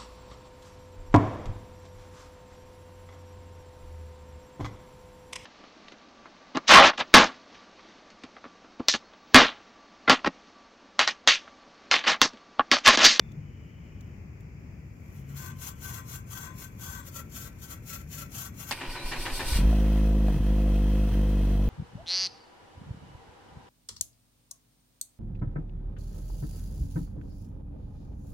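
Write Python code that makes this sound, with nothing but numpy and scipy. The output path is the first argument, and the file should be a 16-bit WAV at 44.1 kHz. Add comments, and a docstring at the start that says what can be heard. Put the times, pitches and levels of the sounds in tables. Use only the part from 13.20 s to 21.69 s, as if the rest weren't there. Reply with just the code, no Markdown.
"""Outdoors, close to a car's chrome exhaust tip, with traffic rumbling in the distance.
Fingertips scrub the tip with a small metal pad; each stroke hisses and lightly rings the tube.
Then, at once, the microphone is by a tailpipe: the starter clacks in and cranks through six
compressions, the first puff faint. The engine catches and settles into a loud fast idle,
booming and barking out of the silencer, that stumbles twice."""
import sys
import numpy as np
from scipy import signal
from scipy.fft import rfft, irfft
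from scipy.io import wavfile
from scipy.ndimage import uniform_filter1d

SR = 44100
rng = np.random.default_rng(int(sys.argv[2]) if len(sys.argv) > 2 else 0)


def transcribe(u):
    """Save the signal u as a 16-bit wav file named by the first command-line argument.

    u: samples, shape (n,) or (channels, n), limited to [-1, 1]; the rate is SR.
    q: integer samples, one column per channel.
    """
    v = np.clip(np.atleast_2d(u).T, -1, 1)
    q = np.round(v * 32767).astype(np.int16)
    wavfile.write(sys.argv[1], SR, q)


N = 374409
START_S, CATCH_S, IDLE_S = 5.508, 6.38, 6.6  # the starter engages, the engine catches, the idle settles


IDLE_HZ = 51.42
BOOM_DB, BOOM_SAG_DB_PER_S = -22, 1  # the boom eases as the idle settles
OCTAVE_DB, OCTAVE_RISE_DB_PER_S = -44, 5.5  # its octave grows meanwhile
BARK_DB, BARK_SAG_DB_PER_S = -27.1, 0.93
FLARE_S, FLARE_LENGTH_S, FLARE_DB = 6.485, .035, 4  # the boom swells as the revs overshoot once
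# The pressure pulse below the silencer's resonances. Each row: frequency in Hz, gain in dB.
PULSE_BASS = [(10, -9), (50, -8)]
# The silencer, heard at the pipe's mouth. Each row: multiple of the idle firing rate, gain in dB.
SILENCER = [(1, -0.5), (2, -19), (3, -10.5), (4, -8), (5, -17), (6, -17), (7, -22.5), (8, -34), (9, -32),
            (10, -20), (11, -37), (12, -33), (13, -31), (14, -31), (15, -49), (16, -48.5)]
def exhaust(cycles):
    """Close to the tailpipe, every firing booms out of the silencer with a sharp bark on its crest."""
    age = np.maximum(clock() - CATCH_S, 0)
    uneven_db, boom_loss_db, bark_loss_db = stumbling()
    boom_db = BOOM_DB - BOOM_SAG_DB_PER_S * age - boom_loss_db + FLARE_DB * bell(FLARE_S, FLARE_LENGTH_S)
    bark_db = BARK_DB - BARK_SAG_DB_PER_S * age - bark_loss_db + 0.67 * wander(12)
    firings = np.flatnonzero(np.diff(np.floor(cycles)))
    size_luck, timing_luck, boom_luck = rng.standard_normal((len(firings), 3)).T
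    scatter_db = 0.51 + uneven_db[firings]
    alternation_db = .2 * (-1) ** np.arange(len(firings))
    jitter = (.00015 * SR * scatter_db * timing_luck).astype(int)
    pulses = np.zeros(N)
    pulses[np.clip(firings + jitter, 0, N - 1)] = undb(alternation_db - .8 * scatter_db * abs(size_luck))
    pipe = colour(pulses, PULSE_BASS + [(k * IDLE_HZ, db) for k, db in SILENCER[1:]])
    bark = pipe / pipe[:, int(IDLE_S * SR):].std() * undb(bark_db)
    unevenness = np.interp(np.arange(N), firings, undb(0.76 * scatter_db * boom_luck))
    phase = 2 * np.pi * (cycles + 0.1)  # the slow swell of pressure leads the bark a little
    boom = np.cos(phase) * undb(boom_db)
    octave = np.cos(2 * phase) * undb(OCTAVE_DB + OCTAVE_RISE_DB_PER_S * age)
    return np.sqrt(2) * (boom + octave) * unevenness + bark


# Uneven firing, once at the catch and twice at idle. Each row: centre and half-length in seconds,
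# then scatter, loss of boom and loss of bark in dB.
STUMBLES = [(6.423, .05, 3.5, 2.5, -1), (7.178, 0.057, 3, 5, 5), (7.92, 0.034, 1.5, 3, 3)]
def stumbling():
    """Firings come weak and out of step: scatter, loss of boom and loss of bark over time, in dB."""
    return sum(np.outer(depths, bell(s, length)) for s, length, *depths in STUMBLES)


# Tone of the gas rush, the stumbles' rumble and the spits. Each row: frequency in Hz, gain in dB.
GAS_COLOUR = [(20, 1), (80, -2.5), (140, -2), (280, -1), (380, -8.5), (460, -3), (550, -9), (590, -15),
              (650, -11.5), (690, -5), (730, -15.5), (790, -18.5), (1000, -17), (1500, -35.5)]
RUMBLE_COLOUR = [(60, -8), (100, 1), (160, -5), (260, -13.5), (420, -19.5)]
SPIT_COLOUR = [(250, -9), (480, 4.5), (720, 1), (900, -19), (1300, -19.5)]
# Harder spits of gas. Each row: start in seconds, level in dB, decay in seconds.
SPITS = [(6.527, -35, 0.014), (6.756, -45, 0.0085), (7.044, -37, 0.011), (7.084, -32, 0.013),
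         (7.383, -36.5, 0.0081), (7.48, -36, .012), (8.397, -41, 0.009)]
def gas_flow(throb):
    """Gas rushes out after each firing, spits now and then, and rumbles in the silencer in a stumble."""
    rush = car_noise() * throb
    gas = unit_rms(colour(rush, GAS_COLOUR)) * undb(-41.3 + wander(14))
    scatter_db = stumbling()[0]
    rumble = unit_rms(colour(rush, RUMBLE_COLOUR)) * undb(-42) * scatter_db
    spits = unit_rms(colour(rush, SPIT_COLOUR)) * bursts(SPITS)
    return gas + rumble + spits


# Machinery hiss, heard from the tailpipe. Each row: frequency in Hz, gain in dB.
MACHINE_COLOUR = [(600, -14), (950, 2), (1200, -7), (1550, -5.5), (2000, -8), (2250, -7.5), (2600, -6.5),
                  (3200, -9.5), (3800, -11.5), (4600, -18.5), (6200, -18.5), (7200, -24), (9000, -20.5),
                  (10200, -22.5), (15800, -20)]
# Its whistling resonances. Each row: frequency in Hz, width in Hz, gain in dB.
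MACHINE_MODES = [(1420, 52, 1), (1765, 22, -3), (2560, 55, 4), (3110, 70, 1), (8600, 41, -5),
                 (8940, 100, -3.5), (11300, 190, -14), (15400, 80, -5)]
def machinery(throb):
    """The machinery hisses and whistles behind the exhaust, loudest just after the engine catches."""
    clatter = metal_wall(car_noise(), decay=0.006, direct_db=10)
    clatter = clatter * undb(wander(300) + 0.88 * wander(18)) * (1 + 0.13 * throb)
    hiss = unit_rms(colour(clatter, MACHINE_COLOUR), 1510, 14400)
    whistle = undb(-11) * unit_rms(ring(clatter, MACHINE_MODES))
    flare = 1 + bursts([(6.375, 4, 0.125)])
    return (hiss + whistle) * flare * undb(-53.5)


# Speed of the running engine. Each row: time in seconds, firing rate in Hz.
FIRING_RATE = [(6.38, 42.03), (6.43, 45.9), (6.48, 54.5), (6.5, 55), (6.56, 51.9), (6.73, 52.7),
               (7.02, 52.17), (7.16, 48), (7.25, 50.88), (7.4, 51.55), (7.55, 50.07), (7.77, 51.67),
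               (7.94, 50.02), (8.08, 51.14), (8.2, 49.35), (8.42, 49.1), (8.49, 50)]
def engine():
    """The running engine: its firings pace the exhaust, the gas flow and the machinery."""
    times, rates = np.transpose(FIRING_RATE)
    firing_hz = uniform_filter1d(np.interp(clock(), times, rates), size=400)
    cycles = np.cumsum(firing_hz) / SR
    cycles -= np.interp(7.083, clock(), cycles)  # one firing falls on the hardest spit
    throb = 1.3 + np.exp(-(cycles % 1) / 0.14)
    return (gas_flow(throb) + machinery(throb) + exhaust(cycles)) * fade(6.36, 6.39)


PUFF_HZ, PUFF_DECAY_S = 23, .043
# Compressions while cranking. Each row: time in seconds, puff of air in dB, clash of gear teeth in dB.
COMPRESSIONS = [(5.545, -45, -35.5), (5.687, -28.5, -39.5), (5.853, -25, -31), (5.992, -26, -32),
                (6.131, -24.5, -32.5), (6.268, -25, -43)]
# The first two firings. Each row: time in seconds, level in dB, swing in Hz, decay in seconds.
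FIRST_FIRINGS = [(6.323, -18, 58, .029), (6.361, -15, 56.5, 0.013)]
def puffs():
    """Each slug of air leaves the pipe as a pressure peak that swings out slowly."""
    cranking = [(s, db, PUFF_HZ, PUFF_DECAY_S) for s, db, _ in COMPRESSIONS]
    pressure = 0
    for s, db, hz, decay in cranking + FIRST_FIRINGS:
        age = clock() - s
        rise = np.exp(-abs(age) * hz * 7)
        swing = np.cos(2 * np.pi * hz * age) * np.exp(-abs(age) / decay)
        pressure = pressure + undb(db) * np.where(age < 0, rise, swing)
    return pressure


OVERRUN_S, OVERRUN_HOLD_S = 6.285, 0.083  # the catching engine spins the starter free
# The pinion striking the ring gear. Each row: start in seconds, level in dB, decay in seconds.
CLACKS = [(5.5105, -25.5, 0.0053), (5.5145, -29.5, 0.0057), (5.523, -31, 0.015)]
# Tone of those strikes. Each row: frequency in Hz, gain in dB.
CLACK_COLOUR = [(120, -47), (200, -5), (485, -15), (581, -7), (946, -1), (1310, -8.5), (2550, 1),
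                (2950, -5), (4090, -11), (4550, -6.5), (5550, -17), (12500, -21.5), (15000, -33)]
def starter():
    """Heard from the tailpipe, the pinion clacks in and the starter labours until the engine catches."""
    age = np.clip(clock() - START_S, 0, OVERRUN_S - START_S)
    surge = cranking_surge()
    overrun = undb(hump(OVERRUN_S, OVERRUN_HOLD_S, attack=0.037, release=.085))
    rattle = gear_rattle(overrun)
    chugs = gear_chugs()
    running = rattle + motor_whirr(age, surge, overrun) + gear_whine(age, surge) + body_drone(age, surge)
    clack = unit_rms(colour(car_noise(), CLACK_COLOUR)) * bursts(CLACKS)
    return clack + chugs + running * fade(START_S, 5.52) * (1 - fade(6.39, 6.48))


def cranking_surge(lag_s=0.032):
    """Swing of the cranking speed from -1 to 1: each compression brakes the starter, then lets it race."""
    fastest = np.array(COMPRESSIONS)[:, 0] + lag_s
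    return np.cos(2 * np.pi * np.interp(clock(), fastest, np.arange(len(fastest))))


# Tone of the clashing teeth. Each row: frequency in Hz, gain in dB.
CHUG_COLOUR = [(200, -13.5), (360, -3), (520, -14), (700, -9), (950, -0.5), (1350, -10.5), (1800, -1),
               (2200, -6.5), (2800, -8), (3300, -12.5), (5300, -22), (7500, -27.5)]
def gear_chugs(lag_s=.065, decay_s=0.04):
    """The teeth are thrown together as each compression lets go."""
    blows = bursts([(s + lag_s, db, decay_s) for s, _, db in COMPRESSIONS])
    clash = colour(car_noise() * undb(1.2 * wander(500)), CHUG_COLOUR)
    return unit_rms(clash, 690, 3600) * uniform_filter1d(blows, size=600)


# Resonances of the starter gears. Each row: frequency in Hz, width in Hz, gain in dB.
GEAR_MODES = [(988, 57, 6), (1497, 17, 8), (1890, 56, 1), (2355, 93, 1), (2740, 130, 0), (4080, 40, -3),
              (4580, 78, -7), (5220, 66, -5)]
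# Their broad noise. Each row: frequency in Hz, gain in dB.
GEAR_COLOUR = [(350, -34.5), (600, -13), (977, -1), (1410, -10), (1890, -9), (2160, -4), (2400, 1),
               (3330, -11), (8000, -28), (10400, -47), (17600, -120)]
def gear_rattle(overrun):
    """Rattling teeth ring the gears, harder as the starter spins free."""
    teeth = car_noise() * undb(3.3 * wander(1500) + 1.1 * wander(90))
    gears = unit_rms(ring(teeth, GEAR_MODES)) + undb(-1) * unit_rms(colour(teeth, GEAR_COLOUR))
    dulled = signal.sosfilt(signal.butter(2, 4500, fs=SR, output="sos"), gears)
    return unit_rms(dulled, 950, 2700) * undb(-46) * (1 + 0.59 * overrun)


WHIRR_DB, WHIRR_RISE_DB_PER_S, WHIRR_SWING_DB, OVERRUN_DB = -61, 20.5, 4.5, -41
# Tone of the starter motor. Each row: frequency in Hz, gain in dB.
WHIRR_COLOUR = [(3000, -7.5), (4000, 2), (4500, -4.5), (5300, -1.5), (6800, -7.5), (9000, -5.5),
                (12500, -6.5), (14500, -20), (15800, -17)]
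def motor_whirr(age, surge, overrun):
    """The motor's whirr grows and surges with the cranking, then peaks as it spins free."""
    cranking = undb(WHIRR_DB + WHIRR_RISE_DB_PER_S * age + WHIRR_SWING_DB * surge)
    cranking *= 1 - fade(OVERRUN_S, CATCH_S)
    motor = colour(metal_wall(car_noise(), decay=0.0054, direct_db=-1), WHIRR_COLOUR)
    return unit_rms(motor, 6050, 15000) * np.maximum(cranking, undb(OVERRUN_DB) * overrun)


def gear_whine(age, surge, full_speed_hz=4250, spin_up_s=.045):
    """Two sets of gears mesh at different rates, each wavering in level on its own."""
    mesh_hz = full_speed_hz * (1 - np.exp(-age / spin_up_s)) * (1 + .07 * surge)
    warble = 1 + .027 * np.array([wander(600), wander(600)])
    phase = 2 * np.pi * np.cumsum(mesh_hz * warble, axis=1) / SR
    low = undb(-50 + 4 * wander(35)) * np.sin(phase)
    high = undb(-54 + 3.4 * wander(35)) * np.sin(phase * 6 / 5)
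    return (low + high) * fade(5.57, 5.7) * (1 - fade(6.2, 6.35))


# Low resonances of the body. Each row: frequency in Hz, width in Hz, gain in dB.
BODY_MODES = [(90.1, 40, 5), (129, 55, -5), (259, 56, 0), (342.4, 36, -1.5), (517, 43, -5), (734, 52, -9)]
def body_drone(age, surge, rise_db_per_s=7):
    """The body drones under the cranking, louder whenever the starter slows."""
    drone = unit_rms(ring(car_noise(), BODY_MODES), 200, 700)
    return drone * undb(-50 + rise_db_per_s * age - 1.5 * surge)


STROKE_ATTACK_S, STROKE_RELEASE_S, RING_RELEASE_S = .06, 0.05, 0.078
STROKE_SAG_DB_PER_S = 20  # the pad presses hardest as it sets off
RING_SWELL_DB_PER_S, RING_LAG_S = 25, 0.0086
REST_DB, REST_RING_DB = -70, -78  # the pad stays in light contact between strokes
# Strokes of the pad. Each row: start and length in seconds, then the levels in dB of the friction,
# the lower rim's ring and the side rim's ring.
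STROKES = [(1.956, 0.057, -61.5, -73, -78.5), (2.088, 0.084, -62.5, -68, -72),
           (2.189, 0.093, -46, -50.5, -74), (2.422, 0.065, -44.5, -56, -66), (2.65, 0.052, -44, -50.5, -70),
           (2.743, 0.034, -44, -49.5, -59.5), (2.904, 0.054, -44, -54, -69), (3.124, 0.14, -47, -49, -64),
           (3.407, 0.039, -46.5, -56.5, -68), (3.626, 0.17, -47.5, -51, -66),
           (3.873, .005, -49, -62.5, -62), (3.961, 0.029, -47, -62.5, -54),
           (4.164, .104, -46, -59.5, -61.5), (4.433, .024, -51, -66, -66), (4.511, .02, -46, -61, -57),
           (4.696, .06, -44, -61, -57.5), (4.78, .025, -53, -68, -62), (4.928, .03, -48.5, -61.5, -68),
           (4.98, .045, -45.5, -61, -55), (5.153, 0.11, -43.8, -56, -62), (5.408, .035, -44, -56, -66),
           (5.492, .016, -43.5, -54, -56)]
def pad_strokes():
    """Gains of the friction and the two rings: each stroke bites and eases off while the ring builds."""
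    t = clock()
    friction, lower, side = undb(REST_DB), undb(REST_RING_DB), undb(REST_RING_DB)
    for start, length, friction_db, lower_db, side_db in STROKES:
        press_db = hump(start, length, STROKE_ATTACK_S, STROKE_RELEASE_S)
        press_db -= STROKE_SAG_DB_PER_S * np.clip(t - start, 0, length)
        ring_db = hump(start + RING_LAG_S, length, STROKE_ATTACK_S, RING_RELEASE_S)
        ring_db -= RING_SWELL_DB_PER_S * np.clip(start + length - t, 0, length)
        friction = np.maximum(friction, undb(friction_db + press_db))
        lower = np.maximum(lower, undb(lower_db + ring_db))
        side = np.maximum(side, undb(side_db + ring_db))
    return friction, lower, side


PRESSURE_WOBBLE_DB = 1.05  # the fingers never press evenly
# The tip rubbed on its lower rim and at its side. Each row: mode in Hz, width in Hz, gain in dB.
LOWER_RIM_MODES = [(960, 15, -12.5), (1083, 46, -16), (1143, 28, -4), (1464, 27, -9.5), (1528.5, 14, 4),
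                   (1910, 43, -13.5), (3350, 46, -14.5), (6330, 46, -11.5), (7580, 18, -7)]
SIDE_RIM_MODES = [(567, 38, -4), (980, 29, -18.5), (1160, 26, -23), (1353, 18, 6), (1920, 29, -5.5),
                  (2510, 22, -11)]
# Tone of the pad on chrome. Each row: frequency in Hz, gain in dB.
FRICTION_COLOUR = [(500, -5.5), (1200, -4.5), (2100, -3.5), (3100, -0.5), (4000, -3.5), (5100, -1),
                   (5700, 2.5), (7000, 6.5), (8400, -5.5), (9300, -2), (11000, 0.5), (12150, 8),
                   (13700, 1.5), (15000, 3), (16000, 2)]
# Stereo width of the rubbing at the microphone. Each row: frequency in Hz, side minus centre in dB.
RUB_WIDTH = [(20, -16), (1000, 0), (8000, 1), (12500, -8), (20000, -13)]
def scrubbing():
    """Close by on the left, countless tiny slips of the pad hiss and feed the modes of the metal tip."""
    friction, lower_gain, side_gain = pad_strokes()
    slips = stereo_noise(RUB_WIDTH)
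    slips *= undb(2.95 * wander(2500) + 1.4 * wander(120) + PRESSURE_WOBBLE_DB * wander(30))
    place = wander(6)  # the pad shifts along the rim and wakes different modes of the wall
    wall = metal_wall(slips, decay=0.01, direct_db=-4) * np.cos(place)
    wall += metal_wall(slips, decay=0.012, direct_db=-7.5) * np.sin(place)
    hiss = unit_rms(pan(colour(wall, FRICTION_COLOUR), left_db=7), 5000, 15400) * friction
    lower = unit_rms(pan(ring(slips, LOWER_RIM_MODES), left_db=9.5), 1470, 1620) * lower_gain
    side = unit_rms(pan(ring(slips, SIDE_RIM_MODES), left_db=7), 1290, 1355) * side_gain
    # one note rings on between strokes, fed until the hand moves to the side of the rim
    feed = slips * lower_gain * (clock() < 3.8)
    note = unit_rms(pan(ring(feed, [(1035, 2.9, 0)]), left_db=7.5)) * undb(-69)
    return (hiss + lower + side + note) * fade(1.47, 2.13)


# Faint far-off whistles, and swells of the low rumble.
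# Each row: start and end in seconds, frequency and width in Hz, level in dB.
FAR_WHISTLES = [(-0.1, 0.16, 3500, 110, -74), (0.15, 0.98, 2960, 190, -70.5), (1.1, 2.0, 4900, 202, -85),
                (1.88, 2.9, 2990, 260, -71.5)]
RUMBLE_SWELLS = [(-0.2, 0.4, 148.8, 9.6, -45.5), (1.9, 2.45, 137.7, 10, -43.5), (2.5, 3.5, 125, 17, -46),
                 (4.6, 5.1, 146.7, 11, -49)]
def distant_swells():
    """Far from the microphone, narrow bands of sound come up and die away."""
    sound = 0
    for start, end, hz, width, db in FAR_WHISTLES + RUMBLE_SWELLS:
        mode = [(hz, 1.5 * width, 0)]  # two passes narrow the band again
        band = ring(ring(rng.standard_normal(N), mode), mode)
        arch = np.sqrt(abs(np.sin(np.pi * fade(start, end))))
        sound = sound + unit_rms(band) * undb(db) * arch
    return sound


# Distant traffic and open air. Each row: frequency in Hz, gain in dB.
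OUTDOOR_COLOUR = [(25, -26), (50, -3.5), (80, 1), (160, -4), (300, -15.5), (700, -31.5), (1600, -37),
                  (2400, -30), (3000, -47), (3800, -56), (5000, -47.5), (7300, -47.5), (8300, -66),
                  (15000, -53.5)]
# Small handling ticks. Each row: start in seconds, level in dB.
TICKS = [(0.118, -59.5), (0.808, -56.5), (1.206, -62)]
def background():
    """Distant traffic rumbles under a faint diffuse hiss, far whistles and a few soft ticks."""
    air = stereo_noise([(20, -13), (110, -19.5), (380, -6), (900, 0.5), (20000, 0.0)])
    traffic = unit_rms(colour(air * undb(0.65 * wander(9)), OUTDOOR_COLOUR), 40, 400) * undb(-44.5)
    touches = uniform_filter1d(bursts([(s, db, .005) for s, db in TICKS]), size=130)
    ticks = unit_rms(colour(air, [(3500, 3), (5000, 2), (7000, 7), (8500, -10), (15000, -5)])) * touches
    return pan(traffic + ticks + distant_swells(), left_db=3)


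# Stereo width of the car at the microphone. Each row: frequency in Hz, side minus centre in dB.
CAR_WIDTH = [(20, 4), (350, -28.5), (700, -14.5), (2400, -9), (4400, 1), (8000, 2), (14000, -6),
             (20000, -12)]
def car_noise():
    """Noise as wide as the car sounds from beside its tailpipe."""
    return stereo_noise(CAR_WIDTH)


def stereo_noise(width):
    """Noise whose side signal follows (Hz, dB) points."""
    mid, side = rng.standard_normal((2, N))
    return mid + colour(side, width) * np.array([[1], [-1]])


def metal_wall(x, decay, direct_db, size=4096):
    """The countless close modes of a metal wall, ringing on briefly behind the direct sound."""
    response = rng.standard_normal(size) * np.exp(-np.arange(size) / SR / decay)
    response /= np.linalg.norm(response)
    response[0] += undb(direct_db)
    return signal.oaconvolve(x, response[None], axes=1)[:, :N]


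def ring(x, modes):
    """A bank of resonances (Hz, width Hz, dB)."""
    return sum(undb(db) * signal.lfilter(*signal.iirpeak(hz, hz / width, fs=SR), x)
               for hz, width, db in modes)


def colour(x, points, size=8192):
    """Minimum-phase filter through (Hz, dB) points, falling 24 dB an octave beyond both ends."""
    hz, db = np.transpose(points)
    octave = np.log2(np.maximum(np.arange(size // 2 + 1), .5) * SR / size)
    knots = np.log2(hz)
    gain_db = np.interp(octave, knots, db) - 24 * abs(octave - np.clip(octave, knots[0], knots[-1]))
    cepstrum = irfft(np.log(undb(gain_db)))[:size // 2]
    cepstrum[1:] *= 2
    response = irfft(np.exp(rfft(cepstrum, size)))
    return signal.oaconvolve(np.atleast_2d(x), response[None], axes=1)[:, :N]


def unit_rms(x, lo_hz=20, hi_hz=16000):
    """Scale so that the centre of the stereo image has rms 1 within a band."""
    hz = np.arange(N // 2 + 1) * SR / N
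    band = rfft(np.atleast_2d(x).mean(axis=0))[(hz >= lo_hz) & (hz < hi_hz)]
    return x * N / np.sqrt(2 * np.sum(abs(band) ** 2))


def pan(x, left_db):
    """Lean a stereo sound to the left."""
    return x * undb(np.array([[left_db], [-left_db]]) / 2)


def wander(rate_hz):
    """Smooth random wandering with a spread near 1."""
    knots = np.arange(0, N, SR / rate_hz)
    return 1.2 * np.interp(np.arange(N), knots, rng.standard_normal(len(knots)))


def bursts(rows):
    """Envelope of sudden, decaying blows (start s, dB, decay s)."""
    t = clock()
    return sum(undb(db) * (t >= s) * np.exp(-abs(t - s) / decay) for s, db, decay in rows)


def hump(start, length, attack, release):
    """Level in dB that rises, holds at 0 and falls; attack and release are seconds per 20 dB."""
    t = clock()
    return -20 * (np.maximum(start - t, 0) / attack + np.maximum(t - start - length, 0) / release)


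def bell(s, length):
    """Smooth bump of height 1 around a moment."""
    return np.exp(-((clock() - s) / length) ** 2)


def fade(t0, t1):
    """Ramp from 0 at t0 to 1 at t1."""
    return np.clip((clock() - t0) / (t1 - t0), 0, 1)


def undb(db):
    """Decibels to gain."""
    return 10 ** (np.asarray(db) / 20)


def clock():
    """Time of every sample in seconds."""
    return np.arange(N) / SR


def scene():
    """The scrubbing gives way abruptly to the engine start."""
    before = clock() < START_S
    return (background() + scrubbing()) * before + (starter() + puffs() + engine()) * ~before


def record(dry):
    """The recorder cuts the top above 15.8 kHz."""
    return signal.sosfilt(signal.ellip(10, .2, 70, 15800, fs=SR, output="sos"), dry)


dry = scene()
out = record(dry)
transcribe(out)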